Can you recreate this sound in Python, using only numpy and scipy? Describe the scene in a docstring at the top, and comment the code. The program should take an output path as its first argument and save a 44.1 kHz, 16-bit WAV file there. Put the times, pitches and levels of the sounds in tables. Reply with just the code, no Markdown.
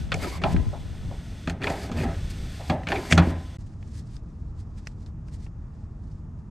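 """Gusts of wind, stronger on the left, and the knocks of a floor pump come first, over a far traffic rumble.
The pump's air rushes on each stroke, its seal rubs and squeaks, its handle knocks and shakes base and barrel.
After a brief silence a second scene has only the rumble, rustling cloth and a few small ticks.
Air is shaped noise, rubbing and cloth are showers of tiny clicks, knocks are noise bursts and ringing tones."""
import sys
import numpy as np
from scipy import signal
from scipy.fft import rfft, irfft
from scipy.io import wavfile
from scipy.ndimage import uniform_filter1d

SR = 44100
rng = np.random.default_rng(int(sys.argv[2]) if len(sys.argv) > 2 else 0)


def bounce(signal):
    """Save signal as a 16-bit WAV file at the path given by the first command-line argument."""
    frames = np.transpose(np.atleast_2d(signal))
    limited = np.clip(frames, -1, 1)
    pcm = np.round(limited * 32767).astype(np.int16)
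    wavfile.write(sys.argv[1], SR, pcm)


N = 286650   # length in samples


def from_db(db):
    """Turn a level in dB into a gain."""
    return 10 ** (np.asarray(db) / 20)


def rms_one(x):
    """Scale to unit rms, the average strength."""
    return x / np.sqrt(np.mean(x ** 2) + 1e-20)


def peak_one(x):
    """Scale to unit peak."""
    return x / np.abs(x).max()


def in_time(rows):
    """Read each column of a curve table at every sample, with rounded corners."""
    seconds, *columns = np.transpose(rows)
    t = np.arange(N) / SR
    return [uniform_filter1d(np.interp(t, seconds, column), size=200) for column in columns]


def at_hz(points, hz):
    """Read a spectrum table on a log-frequency axis."""
    points = np.array(points)
    return np.interp(np.log(hz), np.log(points[:, 0]), points[:, 1])


def drift(rate):
    """Slow random wavering of spread 1; a higher rate (Hz) wavers faster."""
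    step = 40   # samples between the slow values
    r = np.exp(-2 * np.pi * rate * step / SR)
    white = rng.standard_normal(N // step + 2002)
    slow = signal.lfilter([1], [1, -2 * r, r * r], white)[2000:]
    return np.interp(np.arange(N) / step, np.arange(len(slow)), rms_one(slow))


def band(x, low_hz, high_hz, order=2):
    """Keep the sound between two frequencies (Butterworth band-pass)."""
    edges = [low_hz, min(high_hz, .45 * SR)]
    return signal.sosfilt(signal.butter(order, edges, "band", fs=SR, output="sos"), x)


def coloured(x, spectrum):
    """Give a steady sound a spectrum; rms 1."""
    hz = np.maximum(np.arange(N // 2 + 1) * SR / N, 1)
    return rms_one(irfft(rfft(x) * from_db(at_hz(spectrum, hz)), N))


def ring(x, hz, t60):
    """Each unit click sets off a sine of height 1 that falls 60 dB in t60 seconds."""
    r = from_db(-60 / (t60 * SR))
    w = 2 * np.pi * hz / SR
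    return signal.lfilter([0, np.sin(w)], [1, -2 * r * np.cos(w), r * r], x + 1e-18)


CLICK_HEIGHT = 6.6   # height of the click, against a noise of spread 1
ATTACK_S = .0006


def burst(t60):
    """Noise that swells up within about a millisecond and dies away, with one sharp click near its start."""
    t = np.arange(12000) / SR
    click = CLICK_HEIGHT * (np.arange(len(t)) == 30)
    decay = from_db(-60 * t / max(t60, .004))
    return click + rng.standard_normal(len(t)) * decay * (1 - np.exp(-t / ATTACK_S))


def add(out, s, x):
    """Mix a short sound in at a time in seconds."""
    at = round(s * SR)
    out[at:at + len(x)] += x


def wide(source, side_db):
    """A near source: left and right differ by a slightly late, duller copy of it."""
    late = np.concatenate([np.zeros(97), source[:-97]])
    side = from_db(side_db) * band(late, 40, 5000, order=1)
    return np.array([source + side, source - side])


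def grains(per_s, spread_db):
    """Dense random clicks of uneven size, up or down."""
    sizes = from_db(spread_db * np.minimum(rng.exponential(1, N), 5))
    signs = rng.choice([-1, 1], N)
    return sizes * signs * (rng.random(N) < per_s / SR)


def hiss(spectrum, pipes, pipes_db):
    """Turbulent noise, lifted at resonances; rms 1."""
    noise = coloured(rng.standard_normal(N), spectrum)
    white = rng.standard_normal(N)
    lifted = 0
    for hz, width, db in pipes:
        once = ring(white, hz, 1.7 / width)
        lifted = lifted + from_db(db) * rms_one(ring(once, hz, 1.7 / width))
    return rms_one(noise + from_db(pipes_db) * rms_one(lifted))


def humps(start, length, start_db, end_db, rise, fall):
    """Level in dB of the loudest of many events: straight rise, sloping hold, straight fall (dB per s)."""
    step = 44   # samples between the computed levels
    t = np.arange(0, N + step, step) / SR - np.reshape(start, (-1, 1))
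    as_rows = (np.maximum(length, 1e-4), start_db, end_db, rise)
    length, start_db, end_db, rise = [np.reshape(v, (-1, 1)) for v in as_rows]
    db = start_db + (end_db - start_db) * np.clip(t / length, 0, 1)
    db = db + rise * np.minimum(t, 0) - fall * np.maximum(t - length, 0)
    loudest = np.interp(np.arange(N) / step, np.arange(db.shape[1]), db.max(axis=0))
    return uniform_filter1d(loudest, size=200)


# Colour of the far rumble. Each row: frequency in Hz, relative level in dB.
TRAFFIC_COLOUR = [(12, -37), (20, -5.5), (64, 2), (123, -2.5), (164, -11), (230, -11), (332, -30.5),
                  (477, -38.5), (588, -31), (669, -30.5), (803, -34.5), (1100, -35), (3440, -69),
                  (5500, -55), (8800, -68), (10500, -88), (13000, -100), (22000, -120)]
# How alike left and right are. Each row: frequency in Hz, likeness (1 is identical).
TRAFFIC_LIKENESS = [(25, .8), (60, 0.96), (200, 1), (500, 0.27), (1500, 0.15), (4000, 0.4), (8000, .9)]
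# Loudness of the rumble, a little higher in the second scene. Each row: time in seconds, level in dB.
TRAFFIC_LEVEL = [(3.57, -36.5), (3.6, -35)]


def traffic():
    """Far rumble in half-octave bands of noise, each wavering on its own."""
    out = 0
    edges = 20 * 2 ** np.arange(0, 9.1, .5)
    white = rng.standard_normal((2, 2, N))
    for k, (low, high) in enumerate(zip(edges, edges[1:])):
        mid, side = band(white[k % 2], low, high)
        hz = np.sqrt(low * high)
        alike = np.clip(at_hz(TRAFFIC_LIKENESS, hz), -1, 1)
        gain = from_db(at_hz(TRAFFIC_COLOUR, hz) + 1.0 * drift(2.3))
        out = out + gain * (np.sqrt(1 + alike) * mid + np.sqrt(1 - alike) * side * [[1], [-1]])
    return from_db(in_time(TRAFFIC_LEVEL)[0]) * rms_one(out)


# Strength of the gusts. Each row: time in seconds, relative level in dB.
GUSTS = [(0, -27), (.06, -34.5), (.4, -45), (.52, -30), (.575, -19), (.61, -26), (.64, -34), (.68, -25.5),
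         (.74, -39.5), (.86, -35.5), (.97, -36), (1.08, -29.5), (1.16, -42.5), (1.4, -39.5), (1.58, -44.5),
         (2.03, -35.5), (2.37, -32.5), (2.46, -28), (2.6, -45.5), (2.8, -59)]


def wind():
    """Lumpy low noise, stronger on the left and partly opposed on the right; strong gusts flutter higher."""
    gust_db = in_time(GUSTS)[0]
    white = rng.standard_normal((2, N))
    lumps = rms_one(band(white, 18, 100)) * from_db(gust_db + 7.5)
    # the flutter grows faster than the gust
    flutter = rms_one(band(white[::-1], 81, 260)) * from_db(1.636 * gust_db - 0.5)
    wavering = from_db(0.71 * np.array([drift(3.5), drift(6)]))
    left, other = (lumps + flutter) * wavering
    return np.array([from_db(1.5) * left, from_db(-5.5) * other - 0.45 * left])


# Movements of cloth. Each row: loudest moment in seconds, relative level in dB, swell in seconds per 20 dB
# (anything below 0.04, also negative, swells in 0.04).
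CLOTH_MOVES = [(3.619, -62.5, 5.5), (3.669, -62.5, -1.5), (3.74, -67.5, 1), (3.88, -60.5, -0.53),
               (3.93, -62, 0.33), (3.99, -52.5, 0.13), (4.075, -61, -1.2), (4.16, -57.5, 0.2),
               (4.31, -69, 0.1), (4.51, -74, 2.5), (4.605, -59.5, 0.07), (4.785, -58, -0.25),
               (4.874, -57.5, -0.37), (4.921, -66, 0.5), (5.03, -63.5, 0.12), (5.072, -62.5, -0.25),
               (5.283, -61.5, -0.3), (5.343, -53.5, -0.36), (5.446, -58.5, 0.15), (5.75, -69, -0.5),
               (5.845, -71.5, 0.7), (6.042, -67.5, -1.8), (6.078, -68.5, -1.1), (6.118, -65.5, -1.9),
               (6.19, -74, 1), (6.392, -69.5, -1)]
# Colour of the crackle. Each row: frequency in Hz, relative level in dB.
CLOTH_COLOUR = [(1000, -17), (1800, -1), (2550, -6.5), (3270, -6), (5130, -1.5), (6250, -4), (8500, -4),
                (12100, -19.5), (13800, -20)]
RUSTLE_FALL_DB_PER_S, RUSTLE_REST_DB = 393, -83
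BRIGHTEN_SHARE, BRIGHT_FROM_HZ = .5, 7800   # the top of the crackle grows faster than its level


def cloth():
    """Fine crackle of fabric, swelling and brightening with each movement, dying quickly."""
    s, db, swell_s = np.transpose(CLOTH_MOVES)
    rise = 20 / np.maximum(swell_s, .04)
    level_db = np.maximum(humps(s, 0, db, db, rise, RUSTLE_FALL_DB_PER_S), RUSTLE_REST_DB)
    crackle = coloured(grains(8200, spread_db=2.5), CLOTH_COLOUR)
    low = signal.sosfiltfilt(signal.butter(3, BRIGHT_FROM_HZ, fs=SR, output="sos"), crackle)
    top = crackle - low
    top_db = BRIGHTEN_SHARE * (level_db - level_db.max())
    return from_db(level_db + 0.92 * drift(30)) * (low + from_db(top_db) * top)


# Small near ticks. Each row: time in seconds, relative peak in dB, treble in dB, body in dB,
# decay time (60 dB) in seconds.
SMALL_TICKS = [(3.7374, -54, -12, -4, 0.021), (3.8268, -39.5, -20, 0, .024), (4.166, -37, 3, -15.5, .012),
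               (4.7795, -47, -13, 0, 0.022), (4.862, -50, -7, -5, 0.015), (4.8709, -21.5, -7.5, -1.5, 0.02),
               (5.0619, -43, 4.5, -6.5, 0.028), (5.2844, -46.5, -8.5, -10, 0.028),
               (5.4644, -40.5, -20, 12, .035)]


def ticks():
    """Small dry ticks: a little body, a snap and a brighter part of one noise burst."""
    out = np.zeros(N)
    for s, db, treble_db, body_db, t60 in SMALL_TICKS:
        noise = burst(t60)
        body = from_db(body_db) * band(noise, 327, 1300)
        snap = band(noise, 1090, 2600)
        treble = from_db(treble_db) * band(noise, 3300, 5500)
        add(out, s, from_db(db + 0.5) * peak_one(body + snap + treble))
    return out


# The piston's strokes. Each row: start in seconds, length in seconds, relative air level in dB at start and
# at end, rub level in dB at start and at end, base shudder in dB.
PUMP_STROKES = [(0.221, 0.18, -46.5, -52.5, -34.5, -48.5, -48), (0.463, 0.068, -53, -51, -31, -44, -28.5),
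                (1.482, 0.028, -59, -48, -58, -41, -36), (1.646, 0.22, -52, -51, -32.5, -40, -44),
                (1.974, 0.067, -51, -50, -33.5, -31, -24.5), (2.9, 0.23, -51.5, -50, -31.5, -40, -37),
                (3.19, 0.12, -54, -53, -24, -34.5, -29)]
# Air that leaks between strokes. Each row: time in seconds, relative level in dB.
AIR_LEAK = [(0, -53.5), (.1, -63), (.16, -52.5), (.6, -57.5), (.87, -59.5), (1.39, -58.5), (2.1, -55),
            (2.69, -53.5), (3.2, -70), (3.4, -59), (3.57, -61.5)]
# The flow stalls as the piston turns. Each row: start in seconds, length in seconds, highest level left in dB.
FLOW_STALLS = [(0.405, 0.018, -66), (1.542, 0.06, -69.5), (1.904, 0.013, -61.5), (2.756, 0.11, -64.5),
               (3.145, 0.061, -63)]
# Brief spurts of air. Each row: time in seconds, relative level in dB.
AIR_PUFFS = [(2.306, -48)]
AIR_RISE_DB_PER_S, AIR_FALL_DB_PER_S, STALL_EDGE_DB_PER_S = 299.5, 349.5, 502


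def airflow():
    """Flow in dB: the leak, lifted by strokes and puffs, choked at the stalls."""
    start, length, first_db, last_db = np.transpose(PUMP_STROKES)[:4]
    strokes = humps(start, length, first_db, last_db, AIR_RISE_DB_PER_S, AIR_FALL_DB_PER_S)
    s, db = np.transpose(AIR_PUFFS)
    puffs = humps(s, 0, db, db, STALL_EDGE_DB_PER_S, AIR_FALL_DB_PER_S)
    s, lasting, db = np.transpose(FLOW_STALLS)
    ceiling = -humps(s, lasting, -db, -db, STALL_EDGE_DB_PER_S, STALL_EDGE_DB_PER_S)
    return np.minimum(np.max([in_time(AIR_LEAK)[0], strokes, puffs], axis=0), ceiling)


# Colour of the rush of a stroke. Each row: frequency in Hz, relative level in dB.
RUSH_COLOUR = [(880, -23), (1500, -11.5), (1830, -2), (2000, -14.5), (2280, -7), (2860, -8), (3780, -9.5),
               (4730, -2.5), (5450, -11), (7990, -11), (10800, -19.5), (12300, -16.5), (14000, -24)]
# Resonances of hose and valve. 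Each row: frequency in Hz, width setting in Hz, relative level in dB.
RUSH_PIPES = [(1970, 110, -2), (2206, 190, 5), (3640, 200, -3.5), (4406, 120, -3.5), (6430, 150, -17)]
# Colour of the faint seep. Each row: frequency in Hz, relative level in dB.
SEEP_COLOUR = [(880, -24), (1500, 1), (1590, -10.5), (1730, -3.5), (3480, -4.5), (5600, -8.5), (6150, -14),
               (8450, -11), (10900, -25.5), (12900, -20), (14000, -28.5)]
# Whistles in the seep. Each row: frequency in Hz, width setting in Hz, relative level in dB.
SEEP_TONES = [(1063, 30, 0), (1890, 94, -0.5), (3460, 150, 7.5), (6200, 200, 4)]
SEEP_DB = -54.5   # above this the flow is the rush of a stroke


def air():
    """Weak flow seeps with a faint whistle; what goes beyond it rushes through hose and valve."""
    flow = from_db(airflow())
    seep = np.minimum(flow, from_db(SEEP_DB))
    rush = np.sqrt(flow ** 2 - seep ** 2) * from_db(1.6 * drift(25))
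    rush_sound = hiss(RUSH_COLOUR, RUSH_PIPES, pipes_db=-6)
    seep_sound = hiss(SEEP_COLOUR, SEEP_TONES, pipes_db=-8)
    return from_db(7.5) * rush * rush_sound + from_db(5.5) * seep * seep_sound


# Knocks of handle and piston. Each row: time in seconds, relative crack peak in dB, barrel ring in dB,
# base thud in dB, crack treble in dB, crack decay time (60 dB) in seconds, crack pitch in Hz, body pitch in Hz.
PUMP_KNOCKS = [(0.1182, -8.5, -26.5, -29, -26, 0.065, 1360, 620),
               (0.1415, -13, -26, -23.5, -4, 0.026, 2300, 570),
               (0.244, -19.5, -22.5, -27.5, -13, 0.021, 1260, 335),
               (0.417, -23.5, -26.5, -30, -17, 0.13, 1270, 310),
               (0.4367, -7.5, -13.5, -20, -38, 0.043, 1380, 764),
               (.451, -25, -23.5, -20.5, -23, 0.034, 1300, 730),
               (0.5425, -38, -20.5, -16, -20, .03, 1350, 226),
               (0.5635, -17.5, -62, -34, -29, 0.034, 1890, 700),
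               (0.581, -51, -35, -36, -18, 0.026, 1440, 400),
               (1.474, -14, -27.5, -17, -17, 0.06, 1420, 735),
               (1.497, -15, -36, -23.5, -8.5, 0.037, 1850, 700),
               (1.617, -24.5, -42, -31, -22, 0.07, 1570, 370),
               (1.6247, -18, -34, -39, -30, 0.043, 2410, 400),
               (1.635, -17.5, -33, -33, -9, 0.036, 3470, 500),
               (1.6407, -10.5, -34, -28, -17, 0.043, 1780, 400),
               (1.6695, -11.5, -19.5, -36, -26, 0.05, 2200, 877),
               (1.6995, -18, -21.5, -23, -8, 0.044, 1910, 672), (1.894, -33, -27, -27, -25, .04, 1220, 626),
               (1.915, -24, -34.5, -23, -10, 0.075, 1300, 377),
               (2.05, -42, -30.5, -17, -17, .03, 1500, 797),
               (2.6975, -10.5, -14.5, -14, -20, 0.064, 1310, 698),
               (2.7494, -48, -30, -27.5, -17, .045, 1200, 600),
               (2.8335, -28.5, -54, -28, -11, 0.043, 1900, 340),
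               (2.8697, -15.5, -40, -29.5, -25, 0.046, 2320, 390),
               (2.8861, -15.5, -27, -22, -11.5, 0.046, 2410, 603),
               (2.903, -16.5, -24, -30, -32, 0.056, 1600, 360),
               (2.9183, -8, -16.5, -33.5, -30, 0.051, 1810, 800),
               (2.9561, -18, -22, -30.5, -30, 0.043, 2230, 358.3),
               (3.111, -17, -25.5, -25.5, -5.5, 0.1, 2020, 660),
               (3.124, 6.5, -20.5, -9, -12.5, 0.026, 1950, 618),
               (3.1764, -1, -12, -6, -18, 0.081, 1370, 910), (3.196, -27, -27, -13, -24, 0.06, 2500, 780),
               (3.2696, -41, -38, -12.5, -8, .045, 1990, 320)]
RUB_RISE_DB_PER_S, RUB_FALL_DB_PER_S = 300, 107
SHUDDER_RISE_DB_PER_S, SHUDDER_FALL_DB_PER_S = 138, 191
REST_RUB_DB, REST_SHUDDER_DB = -54, -44.5   # between strokes
# after a knock the seal chatters below the barrel ring, the base shakes below the thud
CHATTER_DB, CHATTER_FALL_DB_PER_S = -18.5, 94
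SHAKE_DB, SHAKE_FALL_DB_PER_S = -6, 129.5


def effort():
    """Levels in dB of rub and shudder: strokes drive both, knocks leave both dying away."""
    start, length, _, _, first_db, last_db, shudder_db = np.transpose(PUMP_STROKES)
    s, _, ring_db, thud_db = np.transpose(PUMP_KNOCKS)[:4]
    sudden = 3000   # dB per s
    stroke_rub = humps(start, length, first_db, last_db, RUB_RISE_DB_PER_S, RUB_FALL_DB_PER_S)
    chatter_db = ring_db + CHATTER_DB
    chatter = humps(s, 0, chatter_db, chatter_db, sudden, CHATTER_FALL_DB_PER_S)
    stroke_shudder = humps(start, length, shudder_db, shudder_db, SHUDDER_RISE_DB_PER_S, SHUDDER_FALL_DB_PER_S)
    shake_db = thud_db + SHAKE_DB
    shake = humps(s, 0, shake_db, shake_db, sudden, SHAKE_FALL_DB_PER_S)
    rub = np.maximum(stroke_rub, chatter)
    shudder = np.maximum(stroke_shudder, shake)
    return np.maximum(rub, REST_RUB_DB), np.maximum(shudder, REST_SHUDDER_DB)


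# Tones of base, barrel and handle. Each row: frequency in Hz, relative level in dB,
# basic decay time (60 dB) in seconds.
PUMP_TONES = [(85.6, -1.5, 0.34), (170.4, 5.5, 0.089), (235, -0.5, 0.075), (258.6, -9.5, 0.14),
              (318.2, -12.5, 0.33), (371, -14.5, 0.41), (415.5, -5, 0.15), (549, -16, 0.32),
              (607, -6.5, 0.15), (678.7, -0.5, 0.11), (787, -4, 0.21), (872, -14, 0.081),
              (1019, -17.5, 0.89), (1303, -8.5, 0.11), (1400, -15.5, 0.071), (1706, -17, 0.22),
              (2200, -18, 0.059), (3910, -20, .16)]
BASE_TOP_HZ = 320   # tones up to here belong to the base, higher ones to the barrel
# Colour of the rubbing seal. Each row: frequency in Hz, relative level in dB.
RUB_COLOUR = [(150, -32), (250, -1), (352, -9.5), (398, -3), (469, -10.5), (815, -6), (1150, -18),
              (1240, -16), (1750, -13), (3500, -29), (4550, -59.5), (7700, -120)]
SNAGS_PER_S, SNAG_CYCLES, SNAG_DB = 370, 31, -9   # chance snags of the seal, against the even rub
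SHAKE_TILT_DB_PER_OCTAVE = -1


def piston(rub_db, shudder_db):
    """The seal slips finely in the barrel and snags at chance pitches; shaking rings the low base tones."""
    slips = grains(3000, spread_db=0.0)
    barrel, base, snags = 0, 0, 0
    shake = band(rng.standard_normal(N), 41, 300)
    for hz, db, t60 in PUMP_TONES:
        if hz > BASE_TOP_HZ:
            barrel = barrel + from_db(db) * ring(slips, hz, min(t60, .12))
        else:
            tilt_db = SHAKE_TILT_DB_PER_OCTAVE * np.log2(hz / 100)
            base = base + from_db(db + tilt_db) * ring(shake, hz, 1.6 * t60)
    sparse = grains(SNAGS_PER_S, spread_db=3.5)
    dealt = rng.integers(0, 18, N)   # which of 18 pitches each snag gets
    for k, hz in enumerate(np.geomspace(330, 3000, num=18)):
        snags = snags + from_db(at_hz(RUB_COLOUR, hz)) * ring(sparse * (dealt == k), hz, SNAG_CYCLES / hz)
    even = coloured(slips, RUB_COLOUR) + from_db(-6.0) * rms_one(barrel)
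    rub = rms_one(even + from_db(SNAG_DB) * rms_one(band(snags, 250, 3500)))
    judder = from_db(1.8 * drift(40))
    return from_db(rub_db) * judder * rub + from_db(shudder_db - 1.0) * rms_one(base)


# Moments when the seal catches and squeaks. Each row: start in seconds, length in seconds,
# level in dB, pitch in Hz.
SEAL_CATCHES = [(0.227, 0.018, -40, 2290), (0.235, 0.019, -38.5, 1280), (0.194, 0.016, -52, 630),
                (0.274, 0.014, -41.5, 990), (0.313, 0.087, -49, 2200), (.335, 0.029, -41.5, 1075),
                (0.473, 0.011, -47, 800), (.505, 0.016, -39, 690), (1.985, 0.034, -43, 2510),
                (1.975, 0.041, -45, 1780), (2.726, 0.03, -33, 607), (2.761, .05, -40, 780),
                (2.927, 0.071, -33, 369), (2.95, 0.023, -38, 2330), (2.96, .04, -37.5, 615),
                (3.098, 0.023, -43, 2080), (3.197, 0.037, -42, 1470), (3.202, 0.061, -35.5, 543)]
CATCH_SLIPS_PER_S, CATCH_CYCLES, CATCH_EDGE_DB_PER_S = 3600, 24, 701


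def catches():
    """Each catch is a short run of uneven slips ringing at one pitch."""
    out, slips = 0, grains(CATCH_SLIPS_PER_S, spread_db=3.0)
    for s, length, db, hz in SEAL_CATCHES:
        squeak = rms_one(band(ring(slips, hz, CATCH_CYCLES / hz), hz / 1.2, hz * 1.2))
        level_db = humps(s, length, db, db, CATCH_EDGE_DB_PER_S, CATCH_EDGE_DB_PER_S)
        out = out + from_db(level_db) * squeak
    return out


# Scuffs of the handle in its guide. Each row: start in seconds, length in seconds, level in dB at start and
# at end, centre in Hz.
HANDLE_SCUFFS = [(0.733, .05, -33.5, -49.5, 680), (1.116, 0.047, -40.5, -53.5, 680),
                 (2.601, 0.069, -39, -49, 700), (3.107, 0.0059, -43, -25, 2300),
                 (3.109, 0.012, -35.5, -31, 6000)]
SCUFF_WIDTH = 1.267   # band edges as a ratio to the centre
SCUFF_RISE_DB_PER_S, SCUFF_FALL_DB_PER_S = 2001, 401


def scuffs():
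    """Each scuff is a lumpy run of slips in a band around its centre."""
    out, slips = 0, grains(CATCH_SLIPS_PER_S, spread_db=2.0) * from_db(2.0 * drift(50))
    for s, length, first_db, last_db, hz in HANDLE_SCUFFS:
        level_db = humps(s, length, first_db, last_db, SCUFF_RISE_DB_PER_S, SCUFF_FALL_DB_PER_S)
        out = out + from_db(level_db) * rms_one(band(slips, hz / SCUFF_WIDTH, hz * SCUFF_WIDTH))
    return out


# Resonances of the handle stop. Each row: frequency in Hz, width in Hz, relative level in dB.
CRACK_BANDS = [(1742, 760, 3.5), (2286, 515, 0), (3260, 310, -1.5), (4320, 500, -6.5)]
# each knock favours its own crack and body pitch
FOCUS_DB, BODY_WIDTH_SHARE, BODY_LOSS_DB_PER_OCTAVE = 4.5, 0.39, 10.5
BODY_T60_S, TREBLE_T60_SHARE = 0.23, 0.94


def knocks():
    """Each knock is a short crack, a dull rattling body and a blow that rings base and barrel."""
    out, blows = np.zeros(N), np.zeros((len(PUMP_TONES), N))
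    mode_hz, mode_db, mode_t60 = np.transpose(PUMP_TONES)
    in_base = mode_hz <= BASE_TOP_HZ
    for s, crack_db, ring_db, thud_db, bright_db, t60, crack_hz, body_hz in PUMP_KNOCKS:
        noise = burst(t60)
        crack = 0
        for hz, width, db in CRACK_BANDS + [(crack_hz, 0.21 * crack_hz, FOCUS_DB)]:
            crack = crack + from_db(db) * band(noise, hz - width / 2, hz + width / 2)
        treble = band(burst(TREBLE_T60_SHARE * t60), 4000, 7200)
        add(out, s, from_db(crack_db - 6.0) * peak_one(crack + from_db(bright_db) * treble))
        half_width = BODY_WIDTH_SHARE / 2
        body = band(burst(BODY_T60_S), body_hz * (1 - half_width), body_hz * (1 + half_width))
        add(out, s + .001, from_db(ring_db - 3.0) * peak_one(body))
        barrel_db = ring_db - 6.0 - BODY_LOSS_DB_PER_OCTAVE * np.abs(np.log2(mode_hz / body_hz))
        level_db = np.where(in_base, thud_db - 8.0, barrel_db) + mode_db
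        level_db = level_db + rng.normal(0, 2.2, len(PUMP_TONES))
        # the base tones start together as one push, the barrel's with random signs
        signs = np.where(in_base, -1, rng.choice([-1, 1], len(PUMP_TONES)))
        blows[:, round((s + .003) * SR)] = from_db(level_db) * signs
    rings = np.array([ring(blow, hz, t60) for blow, hz, t60 in zip(blows, mode_hz, mode_t60)])
    # a padded contact has no sharp edge; loose parts roughen the barrel's ring
    base = band(rings[in_base].sum(axis=0), 74, 900)
    rattle = from_db(2.4 * drift(60))
    return out + base + rattle * band(rings[~in_base].sum(axis=0), 200, 3500)


# The silence between the two scenes: start in seconds, end in seconds.
GAP_S = (3.571, 3.585)


def scene():
    """First scene with pump and wind, a silent gap, second scene with cloth and ticks; traffic in both."""
    t = np.arange(N) / SR
    rub_db, shudder_db = effort()
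    pump = wide(air() + piston(rub_db, shudder_db) + catches() + scuffs() + knocks(), side_db=-5.0)
    near = wide(cloth() + ticks(), side_db=-1.5)
    before = np.clip((GAP_S[0] - t) / 0.0013, 0, 1)
    after = np.clip((t - GAP_S[1]) / 0.002, 0, 1)
    return before * (pump + wind()) + after * near + (before + after) * traffic()


# The stereo image narrows to the middle and opens again with the second scene.
# Each row: time in seconds, gain of the left-right difference in dB.
STEREO_WIDTH = [(.45, -5.5), (.7, -6.5), (1.1, -16.5), (1.35, -22.5), (1.6, -38.5), (3.57, -39.5),
                (3.59, -4.5)]
CUTOFF_HZ = 14100


def record(dry):
    """The stereo width changes, the end fades out in 5 ms, peaks are rounded and the top is cut."""
    mid = (dry[0] + dry[1]) / 2
    side = (dry[0] - dry[1]) / 2 * from_db(in_time(STEREO_WIDTH)[0])
    fade = np.minimum(np.arange(N)[::-1] / 220, 1)
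    x = fade * np.array([mid + side, mid - side])
    rounded = 1.284 * np.tanh(x / 1.465)
    return signal.sosfilt(signal.cheby2(16, 60, CUTOFF_HZ, fs=SR, output="sos"), rounded)


dry = scene()
out = record(dry)
bounce(out)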